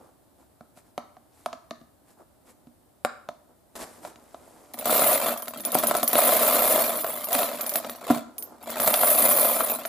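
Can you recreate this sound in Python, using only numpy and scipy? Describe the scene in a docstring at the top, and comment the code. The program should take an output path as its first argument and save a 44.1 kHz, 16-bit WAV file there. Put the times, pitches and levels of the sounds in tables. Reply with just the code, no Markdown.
"""A pin scrapes and knocks in the slots of a plastic sifting drum, close by in a small workroom.
The drum rests on a bucket; then it is cranked in spurts and the brass cases inside tumble and ring,
drumming on its wall; once the drum drops back on its seat with a thump.
Brass, wall and bucket are sums of decaying modes, contacts are noise bursts and clicks, rubbing is
coloured noise; diffuse stereo echoes make the room, over still air and a faint low drone."""
import sys
import numpy as np
from scipy import signal
from scipy.fft import rfft, irfft, next_fast_len
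from scipy.io import wavfile

SR = 44100
rng = np.random.default_rng(int(sys.argv[2]) if len(sys.argv) > 2 else 0)


def store_pcm(level_fs):
    """Save levels as 16-bit WAV."""
    pcm = np.round(np.clip(level_fs, -1, 1) * 32767).astype(np.int16)
    wavfile.write(sys.argv[1], SR, np.atleast_2d(pcm).T)


N = 435708
TIME = np.arange(N) / SR
GRAIN_TIME = TIME[:SR // 4]

# the load slides as the drum turns:
# (start [s], swell [s], hold [s], settle [s], flow [dB], extra brass ring [dB])
SLIDES = [(4.74, 0.083, 0.036, .05, -13, -8), (4.82, .1, .16, 0.29, .5, -2),
          (5.162, 0.077, 0.043, 0.09, -4, -3.5), (5.338, 0.1, 0.27, .15, -18, -15),
          (5.678, 0.098, .17, .14, -5.5, -8), (6.06, .13, 0.58, .29, 0, -1.5),
          (6.879, 0.081, .14, 0.39, -14.5, 10), (7.198, .14, 0.078, 0.13, -3, -1.5),
          (7.441, .1, 0.1784, 0.34, -13, -1.5), (7.999, .1, 0.056, 0.056, -8, -18),
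          (8.609, 0.11, 0.057, 0.045, -10, -11), (8.77, 0.062, .12, .2, -3, 2.5),
          (8.9, .2, 0.29, 0.47, -1.5, 3.5), (9.55, 0.093, 0.078, 0.078, -9.5, 8)]
# while the load slides, the hollow drum rocks and booms: (time of peak [s], half-length [s], level [dB])
ROCKING = [(5.59, 0.073, -42.5), (5.84, 0.16, -38.5)]
# single cases struck hard: (time [s], level before the common trim [dB])
CLINKS = [(4.7366, -30), (4.7885, -23), (4.856, -17.5), (5.1299, -15), (5.3754, -25.5), (5.4226, -26.5),
          (5.4818, -26), (5.5739, -32), (5.605, -29), (5.6504, -17), (5.719, -19), (5.836, -19),
          (5.7454, -12.5), (5.7863, -15.5), (5.87, -11.5), (5.967, -17.5), (6.0311, -14), (6.0774, -9.5),
          (6.1308, -10.5), (6.522, -25), (7.043, -27), (7.1229, -27), (7.2431, -20.5), (7.3292, -14.5),
          (7.6102, -18), (7.6641, -20), (7.6937, -17.5), (7.738, -20), (7.757, -13), (7.897, -27.5),
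          (7.9595, -37), (8.1092, -23), (8.1554, -30), (8.3818, -23.5), (8.4248, -25), (8.6281, -39),
          (8.703, -24.5), (8.8016, -16), (9.857, -25.5)]
# blows on the plastic, first by the pin, then by the load and by the drum on its seat:
# (time [s], strength [dB], hardness of the contact [dB], weight behind it [dB])
KNOCKS = [(0.609, -44, -9, 1), (0.7731, -49, -1, -7), (0.9785, -26.5, 0, 3), (1.1681, -45.5, -8, -12),
          (1.4602, -23, -1.5, -0.5), (1.5298, -31, 2.5, -2.5), (1.709, -31.5, 4.5, 6.5), (1.814, -57, 5, 4),
          (2.6706, -57, 2, 7.5), (3.049, -18.5, -0.5, 2), (3.2884, -28, -3, -3), (4.0499, -32, -2, -15),
          (4.345, -36.5, -6, -10), (4.1588, -56, 14.5, -4), (4.7419, -38.5, 5.5, 5.5), (4.791, -47, 4, -1),
          (4.8574, -27, -2, 8), (4.8958, -21.5, -10, 6), (5.0184, -18, -8, 5), (5.4815, -33, 7, -2),
          (5.7519, -16.5, -2.5, 13), (5.836, -19.5, -3.5, -3), (5.911, -16.5, -3.5, -6),
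          (5.9509, -17, -3, -8), (6.0299, -19.5, -1, 7.5), (6.1316, -24.5, 0, 6), (6.1549, -19.5, 4.5, 7),
          (6.1878, -16.5, -16, -14), (6.2915, -18, 2, 1), (6.7789, -20.5, -17, -12),
          (7.0453, -24.5, -6, -18), (7.3506, -23, 8.5, 12.5), (7.3902, -24, 5.5, -1),
          (7.431, -24.5, 5.5, -3.5), (7.7566, -25.5, 9.5, -1), (7.8469, -32, 2, 3), (7.8964, -34, 7.5, -3),
          (8.101, -18, -7, 26.5), (8.1067, -19, -14, 15), (8.1624, -31.5, -13, 12.5), (8.7008, -38, 2, 8),
          (8.7997, -27, 5, 9), (8.876, -16.5, 5, 6), (8.9409, -21.5, 12.5, 0), (9.0339, -16, -7, -10),
          (9.6062, -18, -14, -8), (9.72, -28.5, -14, -12), (9.852, -26.5, 4, -18)]
# strokes of fingers, pin and its cord on the plastic:
# (time of peak [s], rise [s], fall [s], level [dB], brightness [dB])
RUBS = [(0.02, 0.05, 0.09, -54.5, -7.5), (0.41, 0.038, 0.035, -60, -1), (0.78, 0.021, 0.026, -62.5, 12),
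        (0.88, 0.044, .027, -66, 3), (1.40, 0.081, 0.13, -65, 9), (2.10, 0.035, 0.04, -62, 6),
        (2.21, 0.033, 0.021, -52, -8), (2.50, 0.037, .019, -53.5, 4.5), (3.51, .028, .032, -57.5, -22),
        (3.755, .001, 0.024, -41, 8), (3.825, 0.04, 0.022, -40, 6.5), (3.90, 0.11, .14, -52, 3.5),
        (4.054, 0.031, 0.056, -45, 3), (4.55, 0.5, 0.4, -55.5, 1.5), (8.519, 0.23, 0.087, -50, -7.5)]

# Modes; each voice scales the decay and scatters the pitch.
# ring of a brass case: (frequency [Hz], level [dB], undamped t60 [s], left over right [dB])
BRASS_MODES = [(9890, -2.5, .19, 2.2), (12850, 0, .18, -3.0), (14770, -3.3, .16, -1.5)]
# slats between the slots, wall of the drum, drum and bucket as a whole:
# (frequency [Hz], level [dB], t60 before damping [s])
SLAT_MODES = [(1876, 0.5, 0.019), (2406, 4, 0.021), (3312, 0, 0.024), (4075, -2, 0.023),
              (5020, -9.5, 0.036), (7090, -7.5, 0.057)]
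WALL_MODES = [(433, -9.5, 0.019), (555, -10.5, 0.027), (602, 0, 0.04), (668.8, 1.5, 0.041),
              (790, -12.5, 0.018), (1007, -0.5, 0.012), (1249, -5, 0.023), (1440, -10.5, 0.0093)]
BUCKET_MODES = [(177, -10, 0.063), (235.1, 14, 0.13), (293.4, 10.5, 0.1), (362, -17, 0.02)]

# Relative colours of cases clacking, the crack of a blow, the rubbed drum body, its scratched surface,
# the hiss of the rubbing and the still air: (frequency [Hz], density [dB per Hz])
CLATTER_COLOUR = [(900, -27), (1700, 2), (2400, -4.5), (3800, 3.5), (5800, -6), (7100, 2), (9000, 1.5),
                  (15000, 3.5)]
CRACK_COLOUR = [(400, -34.5), (900, -3), (1400, 3.5), (2000, 4.5), (2700, -0.5), (3800, 2.5), (5200, -5.5),
                (7000, -3.5), (10000, -31), (15000, -38)]
RUB_COLOUR = [(100, -23), (240, 7.5), (450, 5), (670, 6.5), (900, 2.5), (1400, -5), (2200, -29),
              (4000, -47)]
SCRATCH_COLOUR = [(1200, -1), (1900, -0.5), (3000, -5.5), (5000, -5), (7000, -7), (9000, -31)]
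HISS_COLOUR = [(5000, -23.5), (7500, 1.5), (11500, 0.5), (15000, -12)]
AIR_COLOUR = [(15, -25), (25, -31), (66, 0.5), (170, -6.5), (293, -1), (463, -10.5), (624, -5),
              (936, -12.5), (2550, -27.5), (3820, -25.5), (6380, -29), (7920, -23.5), (11000, -22),
              (14800, -25), (16000, -34)]

# decay of the room: (frequency [Hz], t60 [s])
ROOM_T60 = [(150, 0.5), (600, 0.5), (1300, 0.5), (4000, 0.58), (11000, 0.06)]
# strength of its echo: (frequency [Hz], level [dB])
ROOM_LEVEL = [(150, -13.5), (600, -14.5), (1200, -4), (2500, -16), (5000, -6), (8000, -12), (11000, -5)]

# what the flow sets sounding: (level at 0 dB flow [dB], growth [dB per dB of flow])
RING_LAW, CLATTER_LAW, SLAT_LAW = (-21.5, 1.66), (-28.5, 0.99), (-35, 0.93)  # rings need free tumbling
WALL_LAW, BOOM_LAW = (-25, 0.91), (-40.5, 0.63)
# the flow climbs this range in the swell and loses it in settling, along a rounded arc
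SLIDE_RANGE_DB, SLIDE_BEND = 20, 1.5
CRANK_START_S = 4.6
BUSY_GROWTH = 0.6  # dB of collision rate for each dB of flow
HEAP_DAMPING_DB = (-2.5, 16)  # from a case lying on top to one buried in the heap
FREE_DAMPING = 1.3  # times the undamped decay rate

# how long contacts last: a blow on plastic, a case on a case, a clack in the heap
BLOW_T60_S, CLINK_T60_S, CLACK_T60_S = 0.018, 0.014, 0.016
# a blow of reference strength: its thump, crack and snap
BLOW_DB, THUMP_DB, CRACK_DB, SNAP_DB = -24.5, -39, -21, -41
# dB for each dB of strength: soft blows are dull, strong ones bright
THUMP_GROWTH, SNAP_GROWTH = 0.33, 2.1
SNAP_PER_HARDNESS = 0.99  # dB of snap for each dB of hardness
RIM_PITCH = 1.042  # the wall rings this much higher where it is struck near its stiff rim

SCRATCH_BELOW_DB, HISS_BELOW_DB = 10, 10
AIR_DB, DRONE_DB = -61, -76.5
DRONE_HZ = 70
CUTOFF_HZ = 15200


def tumble(busy_per_s, spread_db):
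    """Random collisions, denser as the load slides faster; each rings a case, clacks and strikes plastic."""
    flow_db, extra_ring_db = flow()
    ring_db, clatter_db, slat_db, wall_db, boom_db = (
        db + growth * flow_db for db, growth in (RING_LAW, CLATTER_LAW, SLAT_LAW, WALL_LAW, BOOM_LAW))
    boom_db = 20 * np.log10(np.hypot(from_db(boom_db), from_db(rocking())))

    # busy_per_s is the rate at 0 dB flow
    per_s = busy_per_s * from_db(BUSY_GROWTH * np.clip(flow_db, -22, 5))
    per_s = per_s * (TIME > CRANK_START_S)
    hits = np.flatnonzero(rng.random(N) < per_s / SR)
    force = rng.standard_normal(len(hits))

    def heap_case():
        """A case rings, damped by its depth in the heap."""
        return brass(mistune=0.00346, spread_db=5.0, damping=from_db(rng.uniform(*HEAP_DAMPING_DB)))

    def clack():
        """Case meets case with a short coloured burst."""
        return unit(colour(crack(CLACK_T60_S, click=0.13, width=0.71), CLATTER_COLOUR))

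    def slat():
        """The slats between the slots clack."""
        return plastic(SLAT_MODES, scatter=0.13, spread_db=6, damping=0.35, width=0.26)

    def wall():
        """The drum wall rings under the load."""
        return plastic(WALL_MODES, scatter=0.055, spread_db=6.5, damping=0.59, width=0.15)

    def boom():
        """Drum and bucket sound as one hollow body."""
        return plastic(BUCKET_MODES, scatter=0.06, spread_db=3.5, damping=0.38, width=0.19)

    voices = [(ring_db + extra_ring_db, heap_case), (clatter_db, clack),
              (slat_db, slat), (wall_db, wall), (boom_db, boom)]
    out = np.zeros((2, N))
    for level_db, voice in voices:
        sounds = [voice() for _ in range(120)]
        # part of each size is the shared force of the collision, part is the voice's own
        size_draw = 0.82 * force + 0.89 * rng.standard_normal(len(hits))
        sizes = from_db(spread_db * np.clip(size_draw, -3, 1.6))
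        sizes = sizes / np.sqrt(np.mean(sizes ** 2))
        # a denser stream takes smaller grains for the same level
        gains = sizes * from_db(level_db[hits]) * np.sqrt(SR / per_s[hits])
        for at, gain, which in zip(hits, gains, rng.integers(0, len(sounds), len(hits))):
            add(out, at / SR, gain * sounds[which])
    return out


def flow():
    """How fast the load slides, in dB, and the extra brass ring: each slide swells, holds and settles."""
    power = 1e-12
    for start, swell, hold, settle, flow_db, ring_db in SLIDES:
        since = TIME - start
        before_hold = np.maximum(1 - since / swell, 0)
        after_hold = np.maximum((since - swell - hold) / settle, 0)
        away = before_hold + after_hold
        share = from_db(flow_db - SLIDE_RANGE_DB * away ** SLIDE_BEND) ** 2
        power = power + np.array([share, share * from_db(ring_db) ** 2])
    total_db, ringing_db = 10 * np.log10(power)
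    return total_db, ringing_db - total_db


def rocking():
    """Level of the hollow boom of the rocking drum, in dB: a bell-shaped swell for each rock."""
    power = 1e-12
    for s, half, db in ROCKING:
        power = power + (from_db(db) * np.exp(-((TIME - s) / half) ** 2)) ** 2
    return 10 * np.log10(power)


def clinks(trim_db, tick_db):
    """A case falls on top of the heap and rings freely, with a bright tick at its start."""
    out = np.zeros((2, N))
    for s, db in CLINKS:
        ring = brass(mistune=0.00303, spread_db=1.0, damping=FREE_DAMPING)
        gain = from_db(db + trim_db) / np.abs(ring).max()
        tick = unit(band(crack(CLINK_T60_S, click=0.095, width=0.82), 2740, 0.45 * SR))
        add(out, s, gain * ring)
        add(out, s, gain * from_db(tick_db) * tick)
    return out


def brass(mistune, spread_db, damping):
    """One case: its oval wall splits each mode into a beating pair, and no two cases are quite alike."""
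    out = np.zeros((2, len(GRAIN_TIME)))
    case_size = rng.normal()
    sides = np.array([[0.5], [-0.5]])
    for hz, db, t60, pan_db in BRASS_MODES * 2:
        own, strength, lead = rng.standard_normal(3)
        pitch = hz * (1 + mistune * (case_size + 0.52 * own))
        phase = 2 * np.pi * pitch * GRAIN_TIME + 0.97 * lead * sides
        decay = from_db(db + spread_db * strength - 60 * damping * GRAIN_TIME / t60)
        out += decay * from_db(pan_db * sides) * np.sin(phase)
    return unit(out)


def knocks(thump_s, wall_s, snap_s, sub_db):
    """Each blow cracks, rings the wall and shakes the bucket."""
    # each duration turns a level into the energy of a sound that holds it so long
    thump_hold, wall_hold, snap_hold = np.sqrt(np.array([thump_s, wall_s, snap_s]) * SR)
    struck_wall = np.array(WALL_MODES) * [RIM_PITCH, 1, 1]
    out = np.zeros((2, N))
    for s, strength_db, hardness_db, weight_db in KNOCKS:
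        force_db = strength_db - BLOW_DB
        crack_db = CRACK_DB + force_db + hardness_db
        snap_db = SNAP_DB + SNAP_GROWTH * force_db + SNAP_PER_HARDNESS * hardness_db
        thump_db = THUMP_DB + THUMP_GROWTH * force_db + weight_db

        contact = crack(BLOW_T60_S, click=0.95, width=0.4)
        tick = colour(contact, CRACK_COLOUR)
        add(out, s, from_db(crack_db) * tick / np.abs(tick).max())
        add(out, s, from_db(snap_db) * snap_hold * unit(band(contact, 6360, 11200)))

        wall = plastic(struck_wall, scatter=0.034, spread_db=0.5, damping=0.91, width=0.14)
        add(out, s, from_db(strength_db) * wall_hold * wall)

        thump = from_db(thump_db) * thump_hold
        bucket = plastic(BUCKET_MODES, scatter=0.037, spread_db=2.5, damping=1.17, width=0.26)
        add(out, s, thump * bucket)
        floor = unit(band(crack(t60=0.057, click=0.3, width=0.21), 120, 314))  # the load on the floor
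        add(out, s, thump * from_db(sub_db) * floor)
    return out


def plastic(modes, scatter, spread_db, damping, width):
    """One blow on plastic: the spot that is hit sets each mode's pitch, strength and sign."""
    hz, db, t60 = np.array(modes).T[:, :, None]
    pitch, strength, side = rng.standard_normal((3, len(modes), 1))
    t = GRAIN_TIME[:SR // 10]
    decay = from_db(db + spread_db * strength - 60 * damping * t / t60)
    rings = decay * np.sin(2 * np.pi * hz * (1 + scatter * pitch) * t)
    rings = rings * rng.choice([-1, 1], (len(modes), 1))
    sound = np.array([np.sum(rings * (1 + sign * width * side), 0) for sign in (1, -1)])
    # a slotted wall radiates little below its lowest mode
    pole = np.exp(-np.pi * modes[0][0] / SR)
    return unit(signal.lfilter([1, -2, 1], [1, -2 * pole, pole ** 2], sound))


def crack(t60, click, width):
    """The contact itself: a click and a short burst of noise for its dense high modes."""
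    t = GRAIN_TIME[:SR // 25]
    burst = unit(white(len(t), width) * from_db(-60 * t / t60))
    burst[:, 0] += click
    return burst


def handling():
    """Each stroke swells and fades; it stirs the hollow drum and scratches its surface."""
    power = np.zeros((3, N))
    for s, rise, fall, db, bright_db in RUBS:
        levels_db = [db, db + bright_db - SCRATCH_BELOW_DB, db + bright_db - HISS_BELOW_DB]
        near = np.flatnonzero(np.abs(TIME - s) < 1)
        since = TIME[near] - s
        stroke = np.exp(-(since / np.where(since < 0, rise, fall)) ** 2)
        power[:, near] += (from_db(levels_db)[:, None] * stroke) ** 2
    body, scratch, hiss = np.sqrt(power)
    out = body * friction(RUB_COLOUR)
    out = out + scratch * friction(SCRATCH_COLOUR)
    return out + hiss * friction(HISS_COLOUR)


def friction(spectrum):
    """Tiny slips of uneven size through a colour; rms 1."""
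    slips = np.repeat(from_db(4 * rng.standard_normal(N // 32 + 1)), 32)[:N]
    return unit(colour(white(N, width=0.39) * slips, spectrum)) * np.sqrt(N)


def room(x, first_echo_s, count=3):
    """Diffuse echoes die octave by octave; contacts at different spots beam treble along different paths."""
    t = TIME[:SR // 2]
    bass, treble = (signal.sosfilt(signal.butter(4, 1500, kind, fs=SR, output="sos"), x)
                    for kind in ("low", "high"))
    # the treble wanders among the paths at constant power, with about 120 new draws a second
    moments = TIME[::SR // 120]
    draws = rng.standard_normal((count, len(moments)))
    shares = np.array([np.interp(TIME, moments, draw) for draw in draws])
    shares = shares / np.sqrt(np.sum(shares ** 2, 0))
    onset = np.clip(t / first_echo_s - 1, 0, 1)  # silent until the first echo
    out = 0
    for share in shares:
        echo = 0
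        for low in 60 * 2. ** np.arange(8):
            hz = low * np.sqrt(2)
            decay = from_db(-60 * t / at_hz(ROOM_T60, hz))
            tail = unit(white(len(t), width=0.58) * decay * onset)
            echo = echo + from_db(at_hz(ROOM_LEVEL, hz)) * band(tail, low, 2 * low)
        sent = bass / np.sqrt(count) + treble * share
        out = out + signal.oaconvolve(sent, echo, axes=1)[:, :N]
    return out


def still_air():
    """The wide, steady noise of the room at rest: coloured noise."""
    return from_db(AIR_DB) * np.sqrt(N) * unit(colour(white(N, width=0.78), AIR_COLOUR))


def drone():
    """A faint low drone near the middle: a band of low noise about an octave wide."""
    noise = band(white(N, width=0.14), 0.74 * DRONE_HZ, 1.54 * DRONE_HZ)
    return from_db(DRONE_DB) * np.sqrt(N) * unit(noise)


def from_db(db):
    """Decibels to gain."""
    return 10 ** (np.asarray(db) / 20)


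def at_hz(points, hz):
    """Read a table on a log-frequency axis."""
    table_hz, values = np.array(points).T
    return np.interp(np.log(np.maximum(hz, 1)), np.log(table_hz), values)


def unit(x):
    """Scale a stereo sound to a mean energy of 1 per channel."""
    return x / np.sqrt(np.sum(x ** 2) / 2 + 1e-20)


def band(x, low_hz, high_hz):
    """Causal band-pass."""
    return signal.sosfilt(signal.butter(2, [low_hz, high_hz], "band", fs=SR, output="sos"), x)


def colour(x, spectrum):
    """Causal (minimum-phase) filter with the given spectrum."""
    size = 2 * next_fast_len(x.shape[-1] // 2 + 1000)
    hz = np.arange(size // 2 + 1) * SR / size
    cepstrum = irfft(np.log(from_db(at_hz(spectrum, hz))))
    # folding the cepstrum onto positive times makes the filter minimum-phase
    cepstrum[1:size // 2] *= 2
    cepstrum[size // 2 + 1:] = 0
    return irfft(rfft(x, size) * np.exp(rfft(cepstrum)))[..., :x.shape[-1]]


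def white(size, width):
    """Stereo white noise; width is the side share."""
    mid, side = rng.standard_normal((2, size))
    return mid + width * side * np.array([[1], [-1]])


def add(out, s, sound):
    """Mix a sound in at a time."""
    at = int(np.clip(round(s * SR), 0, N - 1))
    out[:, at:at + sound.shape[1]] += sound[:, :N - at]


def scene():
    """Drum, brass and hand close by, their echoes in the room, over still air and a faint low drone."""
    near = tumble(busy_per_s=850, spread_db=5.5)
    near = near + clinks(trim_db=0.5, tick_db=-7)
    near = near + knocks(thump_s=0.004, wall_s=0.0063, snap_s=0.0034, sub_db=-9)
    near = near + handling()
    return near + room(near, first_echo_s=0.0013) + still_air() + drone()


def record(dry):
    """A steep elliptic low-pass cuts the top."""
    return signal.sosfilt(signal.ellip(10, 0.1, 80, CUTOFF_HZ, fs=SR, output="sos"), dry)


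dry = scene()
out = record(dry)
store_pcm(out)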